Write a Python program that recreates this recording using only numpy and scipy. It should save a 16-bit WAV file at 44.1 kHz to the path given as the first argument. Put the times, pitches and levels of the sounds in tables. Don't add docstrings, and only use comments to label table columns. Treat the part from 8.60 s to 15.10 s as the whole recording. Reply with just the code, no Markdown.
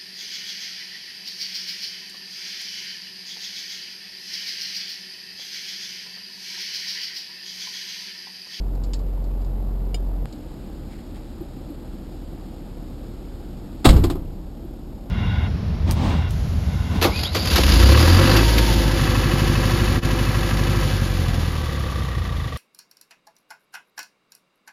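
import sys
import numpy as np
from scipy import signal
from scipy.fft import rfft, irfft, next_fast_len
from scipy.io import wavfile
from scipy.ndimage import uniform_filter1d

SR = 44100
rng = np.random.default_rng(int(sys.argv[2]) if len(sys.argv) > 2 else 0)


def transcribe(u):
    v = np.clip(np.atleast_2d(u).T, -1, 1)
    q = np.round(v * 32767).astype(np.int16)
    wavfile.write(sys.argv[1], SR, q)


N = 286666
T = np.arange(N) / SR
CUT_S, SLAM_S = 1.657, 5.252

# frequency in Hz, relative spectral density in dB.
HISS_SPECTRUM = [(300, -27), (1200, 8.5), (2200, 0.5), (3700, 3), (5000, 3), (6000, -5)]
RUSTLE_SPECTRUM = [(700, -10), (1500, -1), (2050, 6), (2800, -1), (4500, 0), (6000, -7.5)]
TICK_SPECTRUM = [(500, -18), (1800, -11.5), (3300, -9), (4500, 1.5), (6000, -4)]
FAST_RUMBLE = [(8, -31), (30, -2), (65, -1.5), (140, -1), (220, -4.5), (330, -6.5), (390, -8), (560, -12),
               (820, -15.5), (1150, -24.5), (1700, -35), (4000, -41)]
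SLOW_RUMBLE = [(8, -22), (30, -1), (65, 3.5), (110, -3.5), (250, -3), (330, -2), (410, -13.5), (500, -12.5),
               (680, -18), (830, -18.5), (1000, -26.5), (1300, -30), (1900, -38), (4000, -37)]
SHUDDER_SPECTRUM = [(20, -4), (45, 5.5), (90, 3.5), (150, 3), (200, -9), (330, -7), (430, -11.5),
                    (700, -23.5), (1100, -27), (1800, -37), (5000, -53)]
CLATTER_SPECTRUM = [(150, -6), (400, 9), (700, 3), (1100, 4), (1700, -3.5), (2600, -4), (3200, -1.5),
                    (3900, -0.5), (5000, -3), (6000, -6)]
# frequency in Hz, relative level in dB, time to decay by 60 dB in seconds.
SMALL_PART_MODES = [(467, -7, .05), (716, -8.5, 0.049), (1350, -17, 0.022), (2320, -10, 0.04),
                    (2910, -4, 0.035), (3170, -19, .1), (3650, -18.5, .1), (4970, -5.5, 0.054)]
CABIN_MODES = [(27.63, -6, 1.09), (57.05, -1.5, 0.47), (73.8, -5.5, 0.67), (89.6, -9.5, 0.735)]
LATCH_MODES = [(2164, -2, 0.058), (2694, -5, 0.073), (3000, -6, 0.026), (3360, -6, 0.042),
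               (3550, -6.5, 0.054), (3853, -1.5, 0.073), (4080, -4, 0.057), (4460, -9, 0.023),
               (4900, -19, .05)]
PANEL_MODES = [(129, -11, 0.61), (160.9, -11.5, 0.46), (228.5, -10.5, 0.35), (273, -18, 0.17),
               (292, -4, 0.244), (315.4, -5.5, 0.21), (343, -3, 0.078), (480, -13, .1), (529, -13, 0.204),
               (672, -8, 0.11), (710, -10, 0.14), (794, -11, 0.14), (862, -16.5, 0.13), (1038, -13.5, 0.15),
               (1180, -13, 0.1), (1255, -12.5, 0.1), (1405, -12, 0.041)]
# start in seconds, level in dB, rise time in seconds.
RUSTLES = [(2.03, -59, .03), (2.28, -49, .045), (2.372, -53, .015), (2.546, -48, .003)]
# start in seconds, level in dB.
TICKS = [(.150, -47.5), (.236, -37), (0.333, -26), (.391, -46), (.639, -46), (.812, -49), (.846, -47),
         (1.253, -54), (1.724, -41), (3.52, -50)]
LATCH_HITS = [(5.2505, -19.5), (5.2550, -16), (5.2635, -28), (5.2905, -18.5), (5.2955, -29)]
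# start in seconds, pitch in Hz, level in dB.
BUMPS = [(2.803, 343, -25.5), (2.957, 262, -30), (3.098, 289, -27), (5.435, 339.6, -11.5),
         (5.462, 250, -22), (5.497, 339, -18.5), (5.548, 356, -24.5), (6.036, 336, -31.5)]
# frequency in Hz, rms level in dB.
BELT_HUMS = [(147, -50.5), (183, -49.5), (220, -48), (293, -50), (390, -57), (513, -57.5)]
# multiple of the crank rate, rms level in dB.
FAST_ORDERS = [(2, -41), (3, -23.7), (4.5, -46.5), (6, -42.5), (7.5, -52), (9, -46.5), (16.5, -55)]
SLOW_ORDERS = [(2, -58), (3, -38), (4.5, -50), (6, -51), (10, -53), (15, -51)]
# start in seconds, panel level in dB, clatter level in dB.
DOOR_BLOWS = [(5.244, -22, -15.5), (5.252, -3.5, -11.5), (5.288, -17, -16), (5.362, -24.5, -32),
              (5.437, -19.5, -22.5), (5.498, -23.5, -26.5), (5.553, -30.5, -47)]


def undb(db):
    return 10 ** (np.asarray(db) / 20)


def unit(x):
    return x / np.sqrt(np.mean(x ** 2))


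def filtered(x, gain):
    size = next_fast_len(N + 2 * SR)
    padded = np.pad(x, (SR, size - N - SR), mode="reflect")
    hz = np.arange(size // 2 + 1) * SR / size
    return irfft(rfft(padded) * gain(hz), size)[SR:SR + N]


def noise(spectrum, envelope=1):
    hz, db = np.transpose(spectrum)
    white = rng.standard_normal(N) * envelope
    return unit(filtered(white, lambda f: undb(np.interp(np.log(f + 1), np.log(hz), db))))


def drift(rate_hz):
    step = int(SR / rate_hz)
    held = np.repeat(rng.standard_normal(N // step + 1), step)[:N]
    return unit(uniform_filter1d(uniform_filter1d(held, step), step))


def burst(start, rise_s, t60_s):
    out, age = np.zeros(N + SR), T[:SR]
    decay = undb(-60 * np.clip((age - rise_s) / t60_s, 0, 2))
    out[int(start * SR):][:SR] = np.minimum(age / rise_s, 1) * decay
    return out[:N]


def strike(hits, modes, detune=0., contact_s=0.00016):
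    out, age = np.zeros(N + SR), T[:SR]
    hz, db, t60 = np.transpose(modes)[:, :, None]
    envelopes = undb(db - 60 * np.minimum(age / t60, 3)) * np.minimum(age / contact_s, 1)
    for start, hit_db in hits:
        shift = detune * rng.standard_normal((len(modes), 1))
        ring = envelopes * np.sin(2 * np.pi * hz * (1 + shift) * age)
        out[int(start * SR):][:SR] += undb(hit_db) * ring.sum(axis=0)
    return out[:N]


def hiss():
    level_db = np.select([T < CUT_S, T < SLAM_S], [-59.7, -56], -63.5)
    return noise(HISS_SPECTRUM) * undb(level_db)


def rustles():
    grains = noise(RUSTLE_SPECTRUM, envelope=undb(1.5 * drift(300)))
    return grains * sum(undb(db) * burst(start, rise, t60_s=.22) for start, db, rise in RUSTLES)


def ticks():
    clink_s, ring_db, scrape_db = 1.3442, -23, -37
    contacts = TICKS + [(clink_s, scrape_db)]
    scrapes = sum(undb(db) * burst(start, rise_s=.0016, t60_s=.082) for start, db in contacts)
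    return scrapes * noise(TICK_SPECTRUM) + strike([(clink_s, ring_db)], SMALL_PART_MODES)


def bumps():
    wander_rad, uneven = 0.59 * drift(110), undb(2 * drift(180))
    out = 0
    for start, hz, db in BUMPS:
        tone = np.sin(2 * np.pi * hz * (T - start) + wander_rad)
        out += undb(db) * burst(start, rise_s=.012, t60_s=.085) * tone
    return uneven * out


def belt_hums():
    out = 0
    for hz, db in BELT_HUMS:
        amplitude = np.sqrt(2) * undb(db + 2 * drift(6.06))
        out += amplitude * np.sin(2 * np.pi * hz * T + 0.66 * drift(6.96))
    return out


def idle(firing_hz, orders, spectrum, rumble_db, throb, waver_db):
    firings = np.cumsum(firing_hz * (1 + .004 * drift(6))) / SR
    turns = firings / 3
    tones = 0
    for order, db in orders:
        phase = 2 * np.pi * (order * turns + rng.random())
        unsteady_db = drift(9.6) * waver_db * order / 3
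        tones += np.sqrt(2) * undb(db + unsteady_db) * np.sin(phase)
    swell = np.exp(throb * np.cos(2 * np.pi * firings))
    return tones + undb(rumble_db) * noise(spectrum, swell)


def engine():
    fast_hz, slow_hz, sag_hz_per_s = 44.8, 38.05, 1.4
    fast = idle(fast_hz, FAST_ORDERS, FAST_RUMBLE, rumble_db=-37.5, throb=.24, waver_db=.06)
    fast += belt_hums()
    sagging_hz = slow_hz - sag_hz_per_s * np.maximum(T - SLAM_S, 0)
    slow = idle(sagging_hz, SLOW_ORDERS, SLOW_RUMBLE, rumble_db=-36.5, throb=.13, waver_db=.4)
    click = undb(-15) * burst(CUT_S, rise_s=1 / SR, t60_s=.002)
    return np.where(T < CUT_S, fast, slow) - click


def fittings():
    chatter = noise(CLATTER_SPECTRUM, envelope=undb(0.85 * drift(900)))
    clatter = sum(undb(db) * burst(start, rise_s=.0041, t60_s=.088) for start, _, db in DOOR_BLOWS)
    buzz = undb(-28.5) * burst(SLAM_S, rise_s=.025, t60_s=.52)
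    return chatter * (clatter + buzz)


def cabin_boom():
    shove, recoil = (5.2705, -6), (5.2985, -5)  # seconds, dB
    return strike([recoil], CABIN_MODES) - strike([shove], CABIN_MODES)


def door_slam():
    blows = [(start, db) for start, db, _ in DOOR_BLOWS]
    panels = strike(blows, PANEL_MODES, detune=.0022, contact_s=.0032)
    latch = strike(LATCH_HITS, LATCH_MODES, detune=.003)
    rattle = fittings()
    shudder = undb(-12) * noise(SHUDDER_SPECTRUM) * burst(SLAM_S, rise_s=.081, t60_s=.72)
    return panels + latch + rattle + shudder + cabin_boom()


def scene():
    return (engine() + hiss() + ticks() + rustles() + bumps() + door_slam())[None]


def record(dry):
    converter_hz, edge_hz, droop_hz, top_hz = 12000, 5480, 14300, 15800
    peak_db, peak_width_hz = 1.5, 1500

    def hold_response(f):
        peak = undb(peak_db * np.exp(-((f - converter_hz) / peak_width_hz) ** 2))
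        return peak * np.sinc(f / converter_hz) / np.sqrt(1 + (f / droop_hz) ** 22)

    band_limited = filtered(dry[0], lambda f: 1 / np.sqrt(1 + (f / edge_hz) ** 44))
    mirrored = band_limited * (1 + 2 * np.cos(2 * np.pi * converter_hz * T))
    overloaded = np.clip(filtered(mirrored, hold_response), -1, 1)
    lowpass = signal.ellip(8, .2, 70, top_hz, fs=SR, output="sos")
    return signal.sosfilt(lowpass, overloaded)[None]


dry = scene()
out = record(dry)
transcribe(out)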